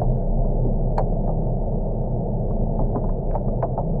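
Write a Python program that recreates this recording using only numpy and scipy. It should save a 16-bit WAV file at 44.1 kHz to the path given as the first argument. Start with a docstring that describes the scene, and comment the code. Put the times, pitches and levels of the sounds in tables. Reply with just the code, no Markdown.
"""Fish feeding in an aquarium

Small fish peck at food pellets in a glass tank, heard through a microphone in the water.
Each peck excites the tank's low damped modes; harder ones add a short crack and a thin high ping.
Fracturing pellets radiate bursts of noise. Beneath lie faint nibbling, a few dull bumps,
the hum of the equipment and the rumble of circulating water."""
import sys
import numpy as np
from scipy import signal
from scipy.fft import rfft, irfft
from scipy.io import wavfile
from scipy.ndimage import uniform_filter1d

SR = 44100
rng = np.random.default_rng(int(sys.argv[2]) if len(sys.argv) > 2 else 0)


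def file_out(sig):
    """Save sig as 16-bit WAV at sys.argv[1]."""
    # one column per channel
    cols = np.atleast_2d(sig).T
    # limit, then scale
    lim = np.clip(cols, -1, 1)
    pcm = np.round(lim * 32767).astype(np.int16)
    wavfile.write(sys.argv[1], SR, pcm)


N = 176400
TIME = np.arange(N) / SR

KNOCK_EDGE_HZ, CRACK_EDGE_HZ, PING_EDGE_HZ = 1520, 1600, 8200   # lower for a softer contact
WASH_DB, WASH_RISE_S, WASH_T60_S = -4.5, 0.0061, 0.1
# Modes of the water-filled tank: (frequency [Hz], gain [dB], decay time T60 [s])
TANK_MODES = [(530, -1.5, 0.017), (557.7, -1.5, 0.09), (714, 3.5, 0.035), (857, 1, 0.049), (923, -7, 0.011),
              (1035, -14, 0.069), (1240, -21, 0.069)]
# Modes of the glass walls: (frequency [Hz], gain [dB], decay time T60 [s])
GLASS_MODES = [(1642, -2, .026), (1790, -12, .014), (2300, -9, .02)]
# Lower and upper ping of a hard bite: (frequency [Hz], decay time T60 [s])
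BITE_MODES = [(4292, .038), (4840, .036)]
# Reflections lingering in the tank: (frequency [Hz], relative spectral density [dB])
WASH_SPECTRUM = [(200, -20), (450, 0.5), (700, 9), (1000, -5.5), (1300, -29.5), (1700, -44.5),
                 (2500, -51.5), (5000, -81.5)]
# Excitation by each peck:
# (time [s], knock [dB], crack [dB], lower ping [dB], upper ping [dB], knock pitch [ratio])
PECK_EVENTS = [(0.0147, -19, -47, -66, -84, 0.86), (0.4465, -41, -54.5, -92.5, -101.5, 1.17),
               (0.9802, -16.5, -23, -40, -68, 1.12), (0.9925, -22, -60, -72, -78, 0.98),
               (1.2755, -29.5, -51.5, -94, -100, 1), (1.2912, -24.5, -68, -90, -94, 0.97),
               (2.506, -40.5, -77, -89.5, -101, 1.3), (2.7905, -22, -48.5, -90, -91, 1.0),
               (2.948, -24, -59, -100, -97, 0.87), (2.9568, -25, -47, -90, -90.5, 1.18),
               (2.9705, -45.5, -53.5, -85.5, -91, 1.4), (3.0395, -32.5, -61, -96, -94, 1.17),
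               (3.0915, -33.5, -49, -71, -94, 1.194), (3.3115, -45, -52.5, -90, -92, 1.2),
               (3.341, -31, -59, -74, -77, 1), (3.3507, -21.5, -39, -68.5, -66.5, 1.06),
               (3.4815, -43, -51, -75, -78, 1.4), (3.6245, -24, -30, -72, -65, 1.2),
               (3.6283, -16.5, -50.5, -74, -65, 0.9), (3.7755, -20.5, -55, -87, -84.5, 1.04),
               (3.7830, -23.5, -69, -88, -90, 1.0)]
def pecks():
    """Impact excitation: each peck sets damped modes ringing and leaves a reverberant wash."""
    times, knock_db, crack_db, *ping_db, pitch = np.transpose(PECK_EVENTS)
    knocks = np.zeros(N + SR)
    force = soften(signal.unit_impulse(SR // 10), KNOCK_EDGE_HZ, order=8)
    for k, start in enumerate((times * SR).astype(int)):
        modes = [(hz * pitch[k], db, t60) for hz, db, t60 in TANK_MODES]
        knocks[start:start + len(force)] += from_db(knock_db[k]) * ring(force, modes)
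    pings = np.zeros(N)
    for db, (hz, t60) in zip(ping_db, BITE_MODES):
        hard_force = soften(impulses(times, db), PING_EDGE_HZ, order=6)
        pings += ring(hard_force, [(hz, 0, t60)])
    fractures = crumble(impulses(times, crack_db))
    cracks = ring(soften(fractures, CRACK_EDGE_HZ, order=3), GLASS_MODES)
    tails = decay(impulses(times, knock_db), WASH_T60_S)
    swell = soften(tails, 1 / (2 * np.pi * WASH_RISE_S), order=2)
    wash = from_db(WASH_DB) * swell * coloured_noise(WASH_SPECTRUM)
    return knocks[:N] + pings + cracks + wash


GRIND_DB, GRIND_RISE_S = -6, 0.015
CRUMBS_PER_S, CRUMB_DB, CRUMB_T60_S = 1400, -21, 0.057
def crumble(bites):
    """Acoustic emission: random microfractures grow toward each bite and die away after it."""
    grains = (rng.random(N) < CRUMBS_PER_S / SR) * rng.standard_normal(N)
    before = from_db(GRIND_DB) * decay(bites[::-1], GRIND_RISE_S)[::-1]
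    after = from_db(CRUMB_DB) * decay(bites, CRUMB_T60_S)
    return bites + grains * (before + after)


CRUNCH_DB, CRUNCH_T60_S = -9, 0.063
# Dry crunch of a pellet: (frequency [Hz], relative spectral density [dB])
CRUNCH_SPECTRUM = [(600, -10), (1100, 3), (1550, 2), (2200, -7), (2700, -22), (3400, -28), (4500, -46)]
def pellet_crunch():
    """Fracture noise: with each crack the pellet emits an exponentially decaying burst."""
    times, _, crack_db, *_ = np.transpose(PECK_EVENTS)
    envelope = decay(impulses(times, crack_db), CRUNCH_T60_S)
    return from_db(CRUNCH_DB) * coloured_noise(CRUNCH_SPECTRUM, envelope)


GRIT_T60_S, TILT_PIVOT_HZ = 0.014, 4000
SPLINTERS_PER_S, SPLINTER_DB, SPRAY_T60_S, SPLINTER_T60_S = 900, -14, 0.07, 0.005
# Bright grit of a breaking pellet: (frequency [Hz], relative spectral density [dB])
GRIT_SPECTRUM = [(800, -26), (1400, -2), (2300, 5), (2900, -8), (3700, -3), (4800, -4), (5900, -14),
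                 (7000, -1), (7900, -3), (8500, -14), (9600, -16), (11000, -26), (13000, -35)]
# Short bursts of grit: (time [s], level [dB], spectral tilt [dB/octave]); most are pellets breaking through,
# the one at 3.31 s is a short dull tick and the one at 3.6255 s a brief high ping
BURST_EVENTS = [(0.9802, -40.5, 0), (3.3122, -45, -21), (3.3515, -75, 0), (3.6255, -52, -13),
                (3.6293, -78, 7)]
def grit_bursts():
    """Noise bursts: a broadband burst of grit, then a dying spray of splinters, tilted darker or brighter for
    each row."""
    out = np.zeros(N)
    for time, db, tilt_db in BURST_EVENTS:
        snap = impulses(np.array([time]), db)
        breaks = rng.random(N) < SPLINTERS_PER_S / SR
        splinters = breaks * from_db(SPLINTER_DB) * decay(snap, SPRAY_T60_S)
        envelope = decay(snap, GRIT_T60_S) + decay(splinters, SPLINTER_T60_S)
        spectrum = [(hz, level + tilt_db * np.log2(hz / TILT_PIVOT_HZ)) for hz, level in GRIT_SPECTRUM]
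        out += coloured_noise(spectrum, envelope)
    return out


# Rustle of mouths on food: (frequency [Hz], relative spectral density [dB])
NIBBLE_SPECTRUM = [(1000, 1.5), (1500, 7.5), (2300, -11), (2800, -23.5), (4500, -22)]
# Spells of nibbling: (centre time [s], duration [s], level [dB])
NIBBLE_EVENTS = [(0.219, 0.15, -67), (2.71, .07, -71), (2.81, .1, -63.5), (2.978, 0.13, -67),
                 (3.096, 0.077, -69), (3.355, 0.086, -58.5)]
def nibbles():
    """Modulated noise: mouths working at the food rustle in faint Gaussian swells."""
    envelope = np.zeros(N)
    for centre, duration, db in NIBBLE_EVENTS:
        envelope += from_db(db) * np.exp(-(2 * (TIME - centre) / duration) ** 2)
    return envelope * coloured_noise(NIBBLE_SPECTRUM)


# Low resonances of a bump: (frequency [Hz], gain [dB], decay time T60 [s])
LOW_MODES = [(240, 7, 0.068), (293, 1, 0.074), (413, 4, 0.073)]
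# Dull bumps in the water: (time [s], excitation level [dB])
BUMP_EVENTS = [(0.648, -26), (0.661, -26), (2.802, -26.5), (2.958, -22)]
def bumps():
    """Free vibration: soft impulses excite low modes, heard as thuds in the tank."""
    times, db = np.transpose(BUMP_EVENTS)
    force = soften(impulses(times, db), edge_hz=800, order=4)
    return ring(force, LOW_MODES)


HUM_HZ = 31.1
# Envelope of the deep hum: (time [s], level [dB])
HUM_ENVELOPE = [(0.0, -46), (0.05, -17.5), (0.23, -25), (0.29, -19.5), (2.16, -25.5), (2.18, -29),
                (2.65, -21), (2.71, -26.5), (2.85, -18.5), (2.95, -29.5), (3.11, -18.5), (3.19, -32),
                (3.29, -19.5), (3.44, -28), (3.5, -21), (3.63, -32), (3.7, -27), (4.0, -24)]
# Spectral lines of the equipment's drone: (frequency [Hz], width at half amplitude [Hz], level [dB])
DRONE_LINES = [(123.3, 9.7, -30.5), (160.7, 8.3, -37.5), (194.7, 3.5, -39), (219.74, 7.9, -39.5),
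               (681, 25, -44.5), (878.5, 22, -59)]
def equipment():
    """Amplitude modulation: a deep hum swells and sinks under wavering lines of narrowband noise."""
    level_db = uniform_filter1d(np.interp(TIME, *np.transpose(HUM_ENVELOPE)), size=1400)
    hum = np.sqrt(2) * np.sin(2 * np.pi * (HUM_HZ * TIME + rng.random()))
    out = from_db(level_db) * hum
    for hz, width, db in DRONE_LINES:
        line = shape_spectrum(rng.standard_normal(N), lambda f: 1 / (1 + (2 * (f - hz) / width) ** 2))
        out += from_db(db) * line / line.std()
    return out


WATER_DB = -26.5
# Circulating water: (frequency [Hz], relative spectral density [dB])
WATER_SPECTRUM = [(12, -28), (22, -15), (45, -1), (60, -9), (85, -6.5), (140, -2.5), (215, -7), (255, -18),
                  (320, -15.5), (390, -11), (660, -11), (760, -19.5), (910, -24.5), (1000, -40),
                  (1350, -53), (2000, -65.5), (3000, -77.5), (5500, -83.5), (7000, -100)]
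def water():
    """Flow noise: circulating water makes a stationary low-frequency rumble."""
    return from_db(WATER_DB) * coloured_noise(WATER_SPECTRUM)


def from_db(db):
    """Logarithmic level: 20 dB is a factor of ten in amplitude."""
    return 10 ** (np.asarray(db) / 20)


def impulses(times, db):
    """Ideal impact: each contact is a single impulse."""
    x = np.zeros(N)
    np.add.at(x, (times * SR).astype(int), from_db(db))
    return x


def soften(x, edge_hz, order):
    """Low-pass filtering: a pulse spread in time loses its treble."""
    return signal.sosfilt(signal.butter(order, edge_hz, fs=SR, output="sos"), x + 1e-18)


def ring(force, modes):
    """Modal superposition: the response is a sum of damped sinusoids of alternating sign."""
    out = np.zeros(len(force))
    for k, (hz, db, t60) in enumerate(modes):
        radius = np.exp(-np.log(1000) / (t60 * SR))
        angle = 2 * np.pi * hz / SR
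        feedback = [1, -2 * radius * np.cos(angle), radius * radius]
        out += (-1) ** k * from_db(db) * signal.lfilter([0, np.sin(angle)], feedback, force + 1e-18)
    return out


def decay(x, t60):
    """Exponential decay: the envelope jumps at each impulse and falls 60 dB in t60 seconds."""
    return signal.lfilter([1], [1, -np.exp(-np.log(1000) / (t60 * SR))], x + 1e-18)


def shape_spectrum(x, gain_at):
    """Spectral weighting: the gain is normalised so that white noise keeps its power."""
    gain = gain_at(np.maximum(np.fft.rfftfreq(N, 1 / SR), 1))
    return irfft(rfft(x) * gain / np.sqrt(np.mean(gain ** 2)), N)


def coloured_noise(spectrum, envelope=1):
    """Source and filter: noise is enveloped before filtering, which rounds its attacks."""
    hz, db = np.transpose(spectrum)
    source = envelope * rng.standard_normal(N)
    return shape_spectrum(source, lambda f: from_db(np.interp(np.log(f), np.log(hz), db, right=-200)))


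def scene():
    """Linear superposition: all pressures add at one microphone in the tank."""
    return (pecks() + pellet_crunch() + grit_bursts() + nibbles() + bumps() + equipment() + water())[None]


CUTOFF_HZ = 13000
def record(dry):
    """Band limiting: a steep low-pass filter removes the highest treble."""
    padded = np.pad(dry, ((0, 0), (SR, 0)), mode="reflect", reflect_type="odd")   # settles the filter
    lowpass = signal.ellip(10, 0.2, 80, CUTOFF_HZ, fs=SR, output="sos")
    return signal.sosfilt(lowpass, padded)[:, SR:]


dry = scene()
out = record(dry)
file_out(out)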